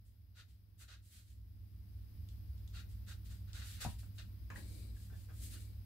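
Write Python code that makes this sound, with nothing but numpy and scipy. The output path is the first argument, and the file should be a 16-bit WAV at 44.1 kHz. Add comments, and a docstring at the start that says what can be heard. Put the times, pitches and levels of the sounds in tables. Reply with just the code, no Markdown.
"""A small room: a felt marker writes short strokes on a sheet of paper lying on a desk, heard close up.
The rubs are random fibre snaps shaped by spectra and resonances; the nib ticks down as noise clicks.
The hand slides, presses, squeaks and bumps the desk once with rebounds; taps and knocks are damped modes.
Mains hum, low rumble and thin hiss lie behind and grow louder after the first second.
Levels in the tables are relative: each layer trims them further as it is mixed."""
import sys
import numpy as np
from scipy import signal
from scipy.fft import rfft, irfft, next_fast_len
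from scipy.io import wavfile
from scipy.ndimage import uniform_filter1d, map_coordinates

SR = 44100
rng = np.random.default_rng(int(sys.argv[2]) if len(sys.argv) > 2 else 0)


def int16_out(signal):
    """Quantize to a 16-bit WAV file."""
    q = np.round(np.clip(np.atleast_2d(signal).T, -1, 1) * 32767)
    wavfile.write(sys.argv[1], SR, q.astype(np.int16))


N = 258205


def amp(db):
    """Decibels to gain."""
    return 10 ** (np.asarray(db) / 20)


def unit(x):
    """Scale to rms 1."""
    return x / np.sqrt(np.mean(x ** 2) + 1e-20)


def along(points, hz):
    """Read (Hz, value) points on a log frequency axis."""
    f, v = np.transpose(points)
    return np.interp(np.log(hz + 1), np.log(f + 1), v)


def curves(rows):
    """One value per sample for each column after the time."""
    s, *cols = np.transpose(rows)
    return [np.interp(np.arange(N) / SR, s, c) for c in cols]


def wobble(rate):
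    """A smooth random curve with rate knots a second."""
    knots = rng.standard_normal(int(N * rate / SR) + 4)
    return map_coordinates(knots, [np.arange(N) * rate / SR])


def filtered(x, response):
    """x times a response of frequency, padded so that the end does not wrap to the start."""
    n = x.shape[-1]
    m = next_fast_len(n + 8192)
    return irfft(rfft(x, m) * response(np.fft.rfftfreq(m, 1 / SR)), m)[..., :n]


def coloured(x, spectrum):
    """x shaped by (Hz, dB) points, at rms 1."""
    return unit(filtered(x, lambda hz: amp(along(spectrum, hz))))


def resonant(x, modes):
    """x through parallel (Hz, width Hz, dB) resonances of alternating sign, at rms 1."""
    def response(f):
        total = 0
        for k, (centre, width, db) in enumerate(modes):
            damping = 1j * f * width
            total = total + (-1) ** k * amp(db) * damping / (centre * centre - f * f + damping)
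        return total
    return unit(filtered(x, response))


def ring(modes, t, attack):
    """Damped (Hz, dB, t60 s) modes at slightly new strengths, with a softened onset."""
    total = np.zeros(len(t))
    for hz, db, t60 in modes:
        decay = amp(db + rng.normal(0, 1) - 60 * t / t60)
        total += decay * np.sin(2 * np.pi * hz * t)
    return total * (1 - np.exp(-t / attack))


def stereo(pair, alike):
    """Blend two unrelated signals into left and right of the given (Hz, likeness)."""
    def mid_side_gains(hz):
        turn = np.arccos(np.clip(along(alike, hz), -1, 1)) / 2
        return np.array([np.cos(turn), np.sin(turn)])
    mid, side = filtered(pair, mid_side_gains)
    return np.array([mid + side, mid - side])


def panned(x, left_db):
    """Lean a sound to the left."""
    return x * amp([[left_db / 2], [-left_db / 2]])


def add(track, s, sound):
    """Mix a sound in at time s."""
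    part = track[..., round(s * SR):][..., :sound.shape[-1]]
    part += sound[..., :part.shape[-1]]


def background():
    """Mains and motor hum over a low rumble, with a smooth thin hiss, each noise a shaped spectrum."""
    # slow level of the room: time_s, rumble_and_hum_db, hiss_db
    room_levels = [(0, -62, -83.5), (1.2, -60, -84), (1.65, -54, -80.5), (2.15, -50.5, -76), (3, -50, -75),
                   (5.85, -50.5, -75)]
    # hum lines: pitch_hz, level_db (against the rumble curve)
    hum_lines = [(61.6, -5), (100, -2.5), (183, -24), (200, -31), (248, -34.5), (314, -32.5)]
    # noise spectra: frequency_hz, density_db
    rumble_spectrum = [(15, -23), (27, -30.5), (40, -10), (52, -1), (62, 1), (80, 0.5), (105, -9.5),
                       (140, -19.5), (180, -19.5), (240, -24), (340, -34.5), (500, -57.5), (900, -60.5)]
    hiss_spectrum = [(240, -14), (450, 1.5), (900, -6), (2000, -6), (3500, -7.5), (4600, -8), (4950, -1.5),
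                     (5700, -12), (7100, -25.5), (8200, -18.5), (9300, -17.5), (10500, -7.5), (11800, -2.5),
                     (15500, -1.5)]
    # stereo image: frequency_hz, left-right likeness (0 to 1)
    room_alike = [(60, 1), (130, 0.5), (290, 0.58), (640, 0.2), (1400, 0), (15000, 0)]
    # stereo lean: frequency_hz, left_minus_right_db
    room_balance = [(60, 0), (100, -2.5), (140, -1), (700, 1), (1500, 0.5), (3400, 5.5), (4500, 9.5),
                    (5000, 9), (6000, 7.5), (7100, -3), (8300, 6.5), (10000, 3), (12000, 1)]

    rumble_db, hiss_db = curves(room_levels)
    t = np.arange(N) / SR
    hum = np.zeros(N)
    for hz, db in hum_lines:
        drift = 0.35 * wobble(3.0)  # radians
        hum += amp(db) * np.sqrt(2) * np.sin(2 * np.pi * (hz * t + rng.random()) + drift)
    air = stereo(rng.standard_normal((2, N)), room_alike)
    low = amp(rumble_db) * (amp(-0.5) * coloured(air, rumble_spectrum) + hum)
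    hiss = amp(hiss_db + 5.5) * coloured(air, hiss_spectrum)
    sides = np.array([[.5], [-.5]])
    return filtered(low + hiss, lambda hz: amp(sides * along(room_balance, hz)))


def room(x):
    """The walls answer each side with its own short tail of decaying noise."""
    # wall reverberation: frequency_hz, t60_s
    walls = [(150, 0.18), (1000, 0.2), (4000, 0.26), (12000, 0.25)]
    hz, t, z = signal.stft(rng.standard_normal((2, SR // 2)), SR, nperseg=256)
    decay = amp(-60 * t / along(walls, hz)[:, None])
    tail = signal.istft(z * decay, SR, nperseg=256)[1]
    tail = tail * np.clip(np.arange(tail.shape[1]) / SR / 0.011, 0, 1)  # fades in over 11 ms
    return signal.fftconvolve(x, tail / np.linalg.norm(tail[0]), axes=1)[:, :N]


def nearby(x, count=6):
    """Instruments around the desk throw back early copies whose strength and sign drift at random."""
    out = x.copy()
    for side in range(2):
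        for delay_s in rng.uniform(.0015, .012, count):
            add(out[side], delay_s, amp(-12.0) * wobble(1.53) * x[side])
    return out


def gestures(rows, release_db_per_s, dulling_db_per_s=0):
    """Gains of a rub's main and second band: each gathers speed smoothly, holds it, then dies away."""
    power = np.zeros((2, N))
    t = np.arange(SR) / SR
    for s, attack, hold, db, second_db in rows:
        speed = np.sin(np.pi / 2 * np.clip(t / attack, 0, 1)) ** 2
        main_db = db - release_db_per_s * np.maximum(t - attack - hold, 0)
        tilt_db = second_db - dulling_db_per_s * (t - attack)
        add(power, s, (speed * amp([main_db, main_db + tilt_db])) ** 2)
    return np.sqrt(power)


def friction(per_second, smooth, judder_db):
    """Paper fibres catch and let go: tiny random snaps over a smooth rub, in an uneven grip."""
    # stereo image of the rubbing: frequency_hz, left-right likeness (0 to 1)
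    rub_alike = [(500, 0.7), (1500, 0.43), (4000, 0.12), (9000, 0.024)]
    caught = rng.random(N) < per_second / SR
    snaps = unit(caught * rng.standard_normal((2, N)))
    rub = snaps + smooth * rng.standard_normal((2, N))
    return stereo(rub * amp(judder_db * wobble(160)), rub_alike)


def press():
    """The holding hand creeps on the left: the sheet rasps and the desk groans under it."""
    # presses of the other hand: start_s, attack_s, hold_s, rub_db, groan_db (against the rub)
    presses = [(4.548, 0.018, 0.28, -66, 0.5), (5.375, 0.029, 0.22, -69.5, 0)]
    # resonances of the pressed sheet: pitch_hz, width_hz, level_db
    pressed_sheet = [(2280, 130, -2), (3800, 270, -2), (4180, 370, 0), (4850, 510, -3.5), (8200, 560, -4.5),
                     (11100, 870, -7.5)]
    groan_spectrum = [(150, -0.5), (280, 4.0), (400, -7.5), (550, -11), (720, -20), (950, -25.5)]

    rub, groan = gestures(presses, release_db_per_s=98)
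    rasp = resonant(friction(per_second=2300, smooth=0.91, judder_db=-0.5), pressed_sheet)
    low = coloured(friction(per_second=1300, smooth=1.5, judder_db=-0.3), groan_spectrum)
    swell = uniform_filter1d(groan, SR // 16)  # the heavy desk follows the hand slowly
    return panned(amp(-3.5) * rub * rasp, left_db=10) + panned(amp(2.0) * swell * low, left_db=8.0)


def squeaks():
    """Skin sticks and slips on the sheet and sings briefly at an unsteady pitch, with an octave above."""
    # squeaks: start_s, length_s, pitch_hz, level_db, octave_db (against the fundamental)
    squeak_rows = [(4.553, 0.017, 1920, -55.5, -27), (4.795, .016, 2530, -68, -20),
                   (4.957, 0.023, 1680, -74.5, -20), (5.107, 0.06, 1710, -72.5, -3),
                   (5.277, 0.065, 1650, -78, -8)]
    out = np.zeros(N)
    for s, length, hz, db, octave_db in squeak_rows:
        size = round(length * SR)
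        pitch = hz * (1 + .035 * wobble(346)[:size])
        phase = 2 * np.pi * np.cumsum(pitch) / SR
        grip = np.sin(np.pi * np.arange(size) / size) * amp(4.6 * wobble(126)[:size])
        add(out, s, amp(db) * grip * (np.sin(phase) + amp(octave_db) * np.sin(2 * phase)))
    return panned(out, left_db=4)


def bump():
    """The hand bumps the desk and rebounds: hollow knocks with a short crack over a deep thud."""
    # blows: start_s, knock_db, thud_db
    bumps = [(3.8491, -29.5, -42), (3.8617, -34, -33), (3.8743, -48, -55), (3.8869, -50, -42)]
    # modes of the desk's knock, then of its deep thud: pitch_hz, level_db, t60_s
    desk_modes = [(596, -40, 0.027), (770, -3, 0.022), (955, -22.5, .1), (1274, -20, 0.038),
                  (1550, -17, 0.013), (1880, -33, .016), (2400, -17, 0.013)]
    thud_modes = [(74.4, -11, 0.13), (123, 5, 0.059), (200, -5, 0.065)]
    crack_spectrum = [(300, -7), (1500, 37), (3500, 24), (12000, -7)]

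    out, t = np.zeros((2, N)), np.arange(SR // 3) / SR
    for s, knock_db, thud_db in bumps:
        crack = coloured(rng.standard_normal((2, len(t))), crack_spectrum) * amp(-60 * t / 0.007)
        knock = amp(knock_db) * (ring(desk_modes, t, attack=0.00075) + 0.18 * crack)
        thud = amp(thud_db + 2.5) * ring(thud_modes, t, attack=0.0031)
        add(out, s, panned(knock, left_db=7.5) + panned(thud, left_db=5.5))
    return out


def taps():
    """A fingertip slaps the sheet, which rings hollow and rattles briefly against the desk."""
    # taps: start_s, level_db, low_knock_db (against the tap), pitch factor, t60_s
    tap_rows = [(4.031, -59, -7, .85, 0.078), (4.5017, -40.5, -11.5, 0.97, 0.067),
                (4.512, -48.5, -5, 0.6, 0.26), (4.557, -47.5, -16, 0.92, 0.1), (4.573, -54, 1, 0.94, 0.12),
                (4.963, -67.5, -3, 1.14, .08), (5.1, -60, -6, 0.87, 0.17), (5.125, -62, 7.5, 0.88, .2),
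                (5.287, -58, -1, 0.88, 0.18), (5.302, -59.5, -1, 0.7, 0.12)]
    # modes of the sheet under a fingertip: pitch_hz (before the factor), level_db, share of the tap's t60
    sheet_modes = [(884, -4.5, 0.94), (1052, -28, 0.8), (1170, -20, 0.42), (1500, -4, 0.42),
                   (1620, -2, 0.99), (1781, 4, 0.81), (1900, -13, .7), (2450, -11, 0.42), (2750, -2, 0.34),
                   (3110, -9, .5), (3700, -22, 0.83), (3980, -25, .7), (5130, -16, .4), (6800, -7.5, .5)]
    paper_spectrum = [(500, -16.0), (1000, 5.0), (1800, 5.5), (2800, -4.0),
                      (4000, -19), (7000, -14), (14000, -40.0)]
    knock_spectrum = [(150, 7.0), (350, -5.5), (650, -5.5), (1200, -30)]

    out, t = np.zeros((2, N)), np.arange(SR // 4) / SR
    for s, db, low_db, pitch, t60 in tap_rows:
        modes = [(hz * pitch, level, share * t60) for hz, level, share in sheet_modes]
        tone = np.array([ring(modes, t, attack=0.00047) for side in range(2)])
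        rattle = rng.standard_normal((2, len(t))) * amp(-60 * t / t60) * (1 - np.exp(-t / 0.00063))
        paper = coloured(rattle, paper_spectrum)
        knock = coloured(rattle, knock_spectrum)
        add(out, s, amp(db - 14.0) * tone + amp(db - 26.5) * paper + amp(db + low_db - 16.0) * knock)
    return panned(out, left_db=1.5)


def hand():
    """Skin slides over paper with a soft swish and a lower band for the hand's weight."""
    # slides: start_s, attack_s, hold_s, swish_db, weight_db (against the swish)
    slides = [ (0.04, 0.021, 0.014, -79, -1.5), (0.472, 0.021, .012, -79, 6.5),
              (0.772, 0.022, 0.0077, -67, -2), (1.003, 0.06, 0.066, -71, -1),
              (1.085, 0.06, 0.043, -67.5, 2.5), (1.245, 0.043, 0.029, -75, 2.5),
              (2.872, 0.036, 0.012, -71, 2), (3.238, 0.023, 0.0061, -68, 5), (3.33, 0.018, 0.011, -72.5, 6),
              (3.64, 0.037, 0.082, -61, 6.5), (3.852, 0.046, 0.008, -61, 5),
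              (3.982, 0.0067, 0.0037, -62.5, 3), (4.13, 0.039, 0.017, -70.5, -1),
              (4.533, 0.039, 0.014, -61.5, 0.5), (4.635, .06, 0.099, -67, -4),
              (4.925, 0.064, 0.074, -68.5, 1), (5.10, 0.096, 0.037, -69.5, 1),
              (5.28, 0.13, 0.055, -64, -1.5), (5.385, 0.058, 0.013, -54, -2.5),
              (5.485, 0.035, .022, -57, -1.5), (5.592, 0.013, 0.015, -64, -1), ]
    # spectra of the airy swish and of the weighted palm: frequency_hz, density_db
    swish_spectrum = [(3000, -64), (5500, -9), (7000, -1), (8300, 2.5), (9300, -1), (10500, 1), (12500, -2),
                      (15500, -8.5)]
    palm_spectrum = [(200, -29), (400, -15), (850, -41), (1250, -14), (1750, -6), (2400, -6), (3100, -2.5),
                     (4000, -0.5), (4800, -2), (6000, -14), (9000, -31)]

    swish, weight = gestures(slides, release_db_per_s=200)
    drag = friction(per_second=8100, smooth=1.15, judder_db=0.8)
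    palm = amp(-7.0) * weight * coloured(drag, palm_spectrum)
    return amp(-1.0) * swish * coloured(drag, swish_spectrum) + panned(palm, left_db=3.0)


def ticks():
    """The nib lands with a tiny dry click and a faint rustle of the sheet, both decaying noise."""
    # touchdowns: start_s, level_db
    tick_rows = [(2.2883, -52), (2.579, -60.5), (2.6767, -51.5), (3.5318, -43.5), (4.1847, -48.5)]
    # spectrum of the click: frequency_hz, density_db
    tick_spectrum = [(600, -13), (2000, -15), (3500, 6.5), (5500, -2), (7500, 1), (9200, -8), (11000, -33),
                     (15000, -30)]
    out, t = np.zeros((2, N)), np.arange(SR // 10) / SR
    click = amp(-60 * t / .012)
    rustle = amp(-17) * amp(-60 * t / .16)
    for s, db in tick_rows:
        noise = coloured(rng.standard_normal((2, len(t))), tick_spectrum)
        add(out, s, amp(db - 5.0) * (click + rustle) * noise)
    return out


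def marker():
    """The felt nib scratches and rings the barrel, with a second band of bright fibre noise."""
    # strokes: start_s, attack_s, hold_s, scratch_db, brightness_db (against the scratch)
    strokes = [ (0.337, 0.059, 0.011, -61.5, -13.5), (0.786, 0.036, 0.0051, -62.5, -3.5),
               (0.873, 0.016, 0.053, -60.5, -12), (1.11, 0.041, 0.057, -75, -2),
               (2.716, .054, 0.031, -58, -11.5), (3.054, 0.045, 0.024, -58.5, -6.5),
               (3.286, 0.025, 0.013, -65.5, -3.5), (3.462, 0.027, 0.018, -69, -15),
               (3.525, 0.036, 0.077, -57, -6.5), (3.63, 0.024, 0.054, -64.5, 1),
               (3.735, 0.065, .03, -62, -15), (3.797, 0.021, .026, -48, -3.5),
               (4.174, 0.016, 0.0085, -55, -18), (5.512, 0.028, 0.02, -61, -19), ]
    # resonances of the barrel and the paper under the nib: pitch_hz, width_hz, level_db
    nib_modes = [(1420, 320, -10.5), (1625, 92, -5.5), (1842, 63, -5), (2076, 84, -6), (2520, 146, -4.5),
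                 (2844, 59, -0.5), (3440, 61, -12), (3646, 135, -3), (3860, 110, 1.5), (4220, 89, 1),
                 (4380, 250, -4), (4640, 91, -1), (5530, 73, -20), (7100, 65, -28)]
    # spectra of the scratch and of the bright fibres: frequency_hz, density_db
    scratch_spectrum = [(350, -16), (600, -9.5), (980, -15), (1430, 3), (1800, -2.5), (2250, -10.5),
                        (2600, -9.5), (3100, -2.5), (3900, -1.5), (4600, -3.5), (5300, -8), (7000, -15),
                        (10000, -45)]
    fibre_spectrum = [(3000, -24), (5500, -4), (6500, 0), (8000, 3), (10000, -1.5), (13000, -2.5),
                      (15500, -11)]

    # a stroke dies away as the nib slows and lifts, and loses brightness as it goes
    scratch, bright = gestures(strokes, release_db_per_s=340, dulling_db_per_s=51)
    drag = friction(per_second=6500, smooth=1.0, judder_db=0.3)
    barrel = resonant(friction(per_second=2500, smooth=0.59, judder_db=1.1), nib_modes)
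    barrel = coloured(barrel, [(600, -28), (1300, 6), (8000, -4.5), (12000, -24)])
    body = unit(amp(1.0) * coloured(drag, scratch_spectrum) + panned(barrel, left_db=5))
    fibres = amp(1.5) * bright * coloured(drag, fibre_spectrum)
    return amp(-1.0) * scratch * body + panned(fibres, left_db=-2.5)


def scene():
    """Rubs and blows on the desk, the early copies of the rubs, the room's tail and its background."""
    rubs = nearby(marker() + hand() + press())
    blows = ticks() + taps() + squeaks() + bump()
    return rubs + blows + room(amp(-20.5) * rubs + amp(-2.5) * blows) + background()


def record(dry):
    """A steep band limit keeps only what lies below the top frequency."""
    top_hz = 15750
    return filtered(dry, lambda hz: hz < top_hz)


dry = scene()
out = record(dry)
int16_out(out)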